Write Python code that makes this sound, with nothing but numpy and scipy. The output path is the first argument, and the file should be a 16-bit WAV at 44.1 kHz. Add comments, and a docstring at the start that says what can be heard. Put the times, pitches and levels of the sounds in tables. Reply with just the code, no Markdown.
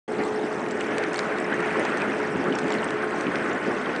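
"""A distant motorboat drones at a steady speed across a lake, amid wind and choppy water.
The engine repeats its cycle, so its exhaust and whine are harmonics of one rate.
Turbulent gusts buffet the microphone. The water's rush, broadband noise mixed with
ringing air bubbles, swells and sinks over the wash of the open lake.
Close by, wavelets slap the shore and throw drips."""
import sys
import numpy as np
from scipy import signal
from scipy.fft import rfft, irfft
from scipy.io import wavfile
from scipy.ndimage import uniform_filter1d

SR = 44100
rng = np.random.default_rng(int(sys.argv[2]) if len(sys.argv) > 2 else 0)


def master(y):
    """Save y as 16-bit WAV."""
    cut = np.clip(np.atleast_2d(y).T, -1, 1)
    pcm = np.round(cut * 32767)  # scale
    wavfile.write(sys.argv[1], SR, pcm.astype(np.int16))


N = 176400


def amp(db):
    """Amplitude grows tenfold for every 20 dB."""
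    return 10 ** (np.asarray(db) / 20)


def unit(x):
    """Normalisation to an rms of 1."""
    return x / np.sqrt(np.mean(x ** 2) + 1e-20)


def level(rows, column=1):
    """A gain envelope, interpolated in decibels from one column of a time table."""
    rows = np.array(rows)
    return amp(np.interp(np.arange(N) / SR, rows[:, 0], rows[:, column]))


def add(mix, start_s, sound):
    """Superposition: a sound adds to the mix from its start time on."""
    part = mix[round(start_s * SR):][:len(sound)]
    part += sound[:len(part)]


def drift(rate_hz):
    """Low-pass filtered noise wanders smoothly, with an rms near 1."""
    hz = np.fft.rfftfreq(2 * N, 1 / SR)
    return unit(irfft(rfft(rng.standard_normal(2 * N)) * np.exp(-(hz / rate_hz) ** 2)))[:N]


def noise(spectrum, patchy_db, patch_hz, patch_s, surges=(), octaves=1):
    """Coloured noise, modulated in random patches of time and frequency and lifted by brief surges."""
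    knots_hz, knots_db = np.transpose(spectrum)
    colour = amp(np.interp(np.log(np.fft.rfftfreq(N, 1 / SR) + 1), np.log(knots_hz), knots_db))
    steady = unit(irfft(rfft(rng.standard_normal(N)) * colour, N))
    hz, t, cells = signal.stft(steady, SR, nperseg=512, noverlap=384)
    patches = uniform_filter1d(rng.standard_normal(cells.shape), max(1, round(patch_hz / hz[1])), axis=0)
    gain_db = patchy_db * unit(uniform_filter1d(patches, max(1, round(patch_s / t[1])), axis=1))
    for peak_s, length_s, centre_hz, rise_db in surges:
        off_centre = np.log2((hz[:, None] + 20) / centre_hz) / octaves
        gain_db += rise_db * np.exp(-2 * ((t - peak_s) / length_s) ** 2 - off_centre ** 2)
    return signal.istft(cells * amp(gain_db), nperseg=512, noverlap=384)[1][:N]


def burst(low_hz, high_hz, size):
    """Band-pass filtering confines a short noise to one band."""
    band = signal.butter(3, [low_hz, high_hz], "band", fs=SR, output="sos")
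    return unit(signal.sosfilt(band, rng.standard_normal(size)))


def engine(cycle_hz=71.14, wander=0.00094, flutter_rad=0.2):
    """A periodic source radiates harmonics; each fades independently on its way across the water."""
    # Each row: multiple of the cycle rate, relative level in dB.
    exhaust_orders = [(5, -10), (6, 0.5), (9, -13), (10, -15.5), (11, -15.5), (12, -17.5)]
    whine_orders = [(3, 2), (5, 0), (13, -12), (15, -0.5), (16, -7.5), (19, -13.5), (20, -18.5), (21, 0)]
    # Each row: time in seconds, exhaust level in dB, whine level in dB.
    loudness = [(0.1, -33, -48), (0.45, -31.5, -46), (0.6, -34.2, -45), (1.4, -34, -41),
                (1.7, -32.3, -39.5), (2.2, -31, -39), (2.45, -33.3, -40), (2.63, -31.3, -40),
                (2.88, -34, -40), (3.0, -31.2, -39.5), (3.18, -33, -38), (3.26, -39, -36.5),
                (3.5, -37, -37), (4.0, -39, -38)]
    cycles = np.cumsum(cycle_hz * (1 + wander * drift(1.75))) / SR

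    def harmonics(orders, fading_db):
        phases = [2 * np.pi * (k * cycles + rng.random()) + flutter_rad * drift(12) for k, _ in orders]
        gains = [amp(db + fading_db * drift(3.2)) for _, db in orders]
        return unit(sum(gain * np.sin(phase) for gain, phase in zip(gains, phases)))
    exhaust = harmonics(exhaust_orders, fading_db=1.8) * level(loudness, column=1)
    whine = harmonics(whine_orders, fading_db=3) * level(loudness, column=2)
    return exhaust + whine


def wind(gain_db=2.5):
    """Turbulent pressure at the microphone makes a low noise with short buffets."""
    # Each row: frequency in Hz, relative spectral density in dB.
    spectrum = [(20, -42), (50, -31.5), (75, -20.5), (105, -17), (140, -8.5), (220, -1.5), (320, 0),
                (450, -4.5), (700, -10), (1200, -16.5), (3000, -59.5)]
    # Each row: time in seconds, relative level in dB.
    breeze = [(0.1, -36), (0.55, -34), (0.85, -35), (1.15, -36), (1.75, -33), (2.05, -33.5), (2.22, -34),
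              (2.7, -33.5), (3.1, -36.5), (3.45, -33), (3.6, -36), (4.0, -34)]
    # Each row: peak time in seconds, length in seconds, centre in Hz, rise in dB.
    buffets = [(0.203, 0.034, 360, 12), (0.435, 0.026, 260, 5), (0.99, 0.06, 760, 9), (1.6, .025, 640, 6),
               (1.8, 0.033, 540, 8), (2.09, 0.03, 150, 5), (2.37, 0.08, 180, 8), (2.49, 0.055, 250, 9.5),
               (2.655, 0.035, 300, 6), (2.76, 0.07, 240, 4), (3.28, 0.05, 210, 10), (3.51, 0.05, 240, 5),
               (3.685, 0.045, 190, 9), (3.685, 0.03, 640, 7), (3.9, 0.025, 700, 4)]
    turbulence = noise(spectrum, patchy_db=0.5, patch_hz=350, patch_s=0.014, surges=buffets, octaves=1.3)
    return amp(gain_db) * level(breeze) * turbulence


def bubble(hz, ring_s, fizz, size=1500):
    """An air bubble in water rings as a damped oscillator, here with a little fizz."""
    t = np.arange(size) / SR
    ring = np.sin(2 * np.pi * hz * t) + fizz * burst(hz * 0.5, hz * 1.28, size)
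    return ring * np.exp(-t / ring_s) * (1 - np.exp(-5 * t / ring_s))


def fizzing(base_per_s, low_hz, high_hz, spread_db, decay_cycles, pitches=24):
    """Bubbles resonate at pitches set by their sizes, in random crowds as wavelets break."""
    crowding, out = amp(4 * drift(9)), np.zeros(N)
    for hz in np.geomspace(low_hz, high_hz, pitches):
        births = rng.random(N) < crowding * base_per_s / pitches / SR
        strengths = amp(spread_db * np.minimum(rng.exponential(1, N), 3))
        out += signal.oaconvolve(births * strengths, bubble(hz, decay_cycles / hz, fizz=0.31))[:N]
    return unit(out)


def choppy_water():
    """Lapping noise and bubble resonances share one swelling envelope; fine spray lies above."""
    # Each row: frequency in Hz, relative spectral density in dB.
    spectrum = [(200, -22), (500, 3.5), (950, -5), (1400, 4), (1850, 3), (2400, -4.5), (3100, -13),
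                (4000, -24.5), (6000, -33.5), (10000, -39.5)]
    # Each row: peak time in seconds, length in seconds, centre in Hz, rise in dB.
    laps = [(0.21, 0.036, 2300, 11), (0.812, 0.012, 3000, 18), (0.95, 0.2, 3250, 4), (1.035, 0.03, 1700, 6),
            (1.53, 0.026, 1770, 10), (1.605, 0.015, 1500, 7), (2.475, 0.026, 1280, 6),
            (2.75, 0.066, 2200, 1.5), (3.037, 0.015, 1530, 11)]
    # Each row: time in seconds, relative level in dB.
    swell = [(0.1, -39), (0.72, -36), (1.0, -31), (1.12, -34), (1.3, -30), (1.47, -32.5), (1.75, -28),
             (2.08, -29.7), (2.28, -33.7), (2.7, -31.5), (3.12, -33.5), (3.35, -29.5), (3.6, -32),
             (4.0, -32)]
    rush = amp(-1) * noise(spectrum, patchy_db=1.32, patch_hz=600, patch_s=0.03, surges=laps, octaves=0.43)
    bubbles = amp(-9) * fizzing(base_per_s=420, low_hz=769, high_hz=2655, spread_db=9, decay_cycles=5)
    spray = amp(-53) * fizzing(base_per_s=220, low_hz=2575, high_hz=8170, spread_db=0, decay_cycles=7)
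    return level(swell) * (rush + bubbles) + spray


def lake_wash():
    """The sounds of open water add incoherently to a continuous noise."""
    # Each row: frequency in Hz, relative spectral density in dB.
    spectrum = [(100, -35.5), (300, 5), (550, 3.5), (800, 0), (1300, -5), (3500, -21.5), (4600, -26),
                (6000, -23.5), (7000, -29.5), (8600, -25), (10000, -35)]
    return amp(-36) * noise(spectrum, patchy_db=3.5, patch_hz=958, patch_s=0.027)


def slaps(attack_s=0.0002, decay_s=0.0018, tail_s=0.006, tail_db=-27, size=3000):
    """A brief impact has a broad spectrum: wavelets strike the shore and spatter."""
    # Each row: start in seconds, then the levels of body, splash and spray in dB.
    impacts = [(0.236, -36, -36, -41), (0.686, -40, -38, -42), (0.71, -38, -36, -37),
               (0.808, -32, -35, -34), (0.982, -21, -32, -30), (1.038, -18, -29, -46),
               (1.132, -26, -33, -35), (1.143, -22, -33, -35), (1.159, -31, -31, -36),
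               (1.18, -24, -34, -50), (1.191, -14.5, -23, -30), (1.385, -26, -36, -41),
               (1.604, -28, -35, -44), (1.851, -31, -29, -37), (1.972, -29, -34, -38),
               (2.018, -31, -30, -43), (2.587, -27, -32, -33), (2.592, -34, -37, -37),
               (2.681, -28, -33, -41), (2.704, -22, -31, -41), (2.721, -30, -31, -43),
               (2.74, -32, -38, -35), (2.75, -21, -38, -52), (2.844, -36, -38, -36), (2.906, -20, -35, -37),
               (3.209, -30, -31, -37), (3.356, -21, -28, -48), (3.962, -26, -33, -50)]
    # Each row: low and high edge in Hz; the rows are body, splash and spray.
    bands = [(800, 2500), (2500, 5200), (5200, 8700)]
    out, t = np.zeros(N), np.arange(size) / SR
    decay = np.exp(-t / decay_s) + amp(tail_db) * np.exp(-t / tail_s)
    envelope = (1 - np.exp(-t / attack_s)) * decay
    for start_s, *bands_db in impacts:
        splash = sum(amp(db) * burst(low, high, size) for db, (low, high) in zip(bands_db, bands))
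        add(out, start_s, envelope * splash)
    return out


def drips():
    """Each falling drop traps an air bubble, which rings at its resonance."""
    # Each row: start in seconds, bubble pitch in Hz, level in dB.
    drops = [(0.236, 4130, -35), (0.25, 7840, -37), (0.36, 5330, -35.5), (0.395, 3570, -34),
             (0.716, 7580, -35), (0.808, 6000, -35), (1.143, 5870, -35), (1.159, 4260, -28),
             (1.171, 8450, -31), (1.18, 7500, -36), (1.4, 7840, -35), (1.444, 5250, -34),
             (1.528, 3000, -25), (1.542, 6460, -37), (1.796, 8750, -31), (1.829, 6100, -39),
             (1.98, 6130, -33), (2.524, 2980, -21.5), (2.553, 5560, -25), (2.578, 5080, -39),
             (2.704, 5510, -36), (2.713, 5660, -36), (2.723, 7320, -31), (2.733, 2920, -23.5),
             (2.75, 1950, -21), (2.784, 4230, -33), (2.83, 2870, -25), (2.842, 8200, -31),
             (2.886, 3400, -29.5), (3.209, 6050, -35), (3.267, 3000, -27.5), (3.532, 7100, -36),
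             (3.772, 2620, -26.5), (3.858, 3200, -26.5)]
    out = np.zeros(N)
    for start_s, hz, db in drops:
        add(out, start_s, amp(db) * bubble(hz, ring_s=0.0026, fizz=0.35))
    return out


def scene():
    """The pressures of boat, wind and water add at one microphone."""
    return (engine() + wind() + choppy_water() + lake_wash() + slaps() + drips())[None]


def record(dry, start_s=0.078, cutoff_hz=10050):
    """The sound fades in quickly after a moment of silence; a steep low-pass limits its bandwidth."""
    fade_in = np.clip((np.arange(N) / SR - start_s) / 0.003, 0, 1)
    low_pass = signal.firwin(701, cutoff_hz, window=("kaiser", 9), fs=SR)
    return signal.oaconvolve(dry * fade_in, low_pass[None], "same")


dry = scene()
out = record(dry)
master(out)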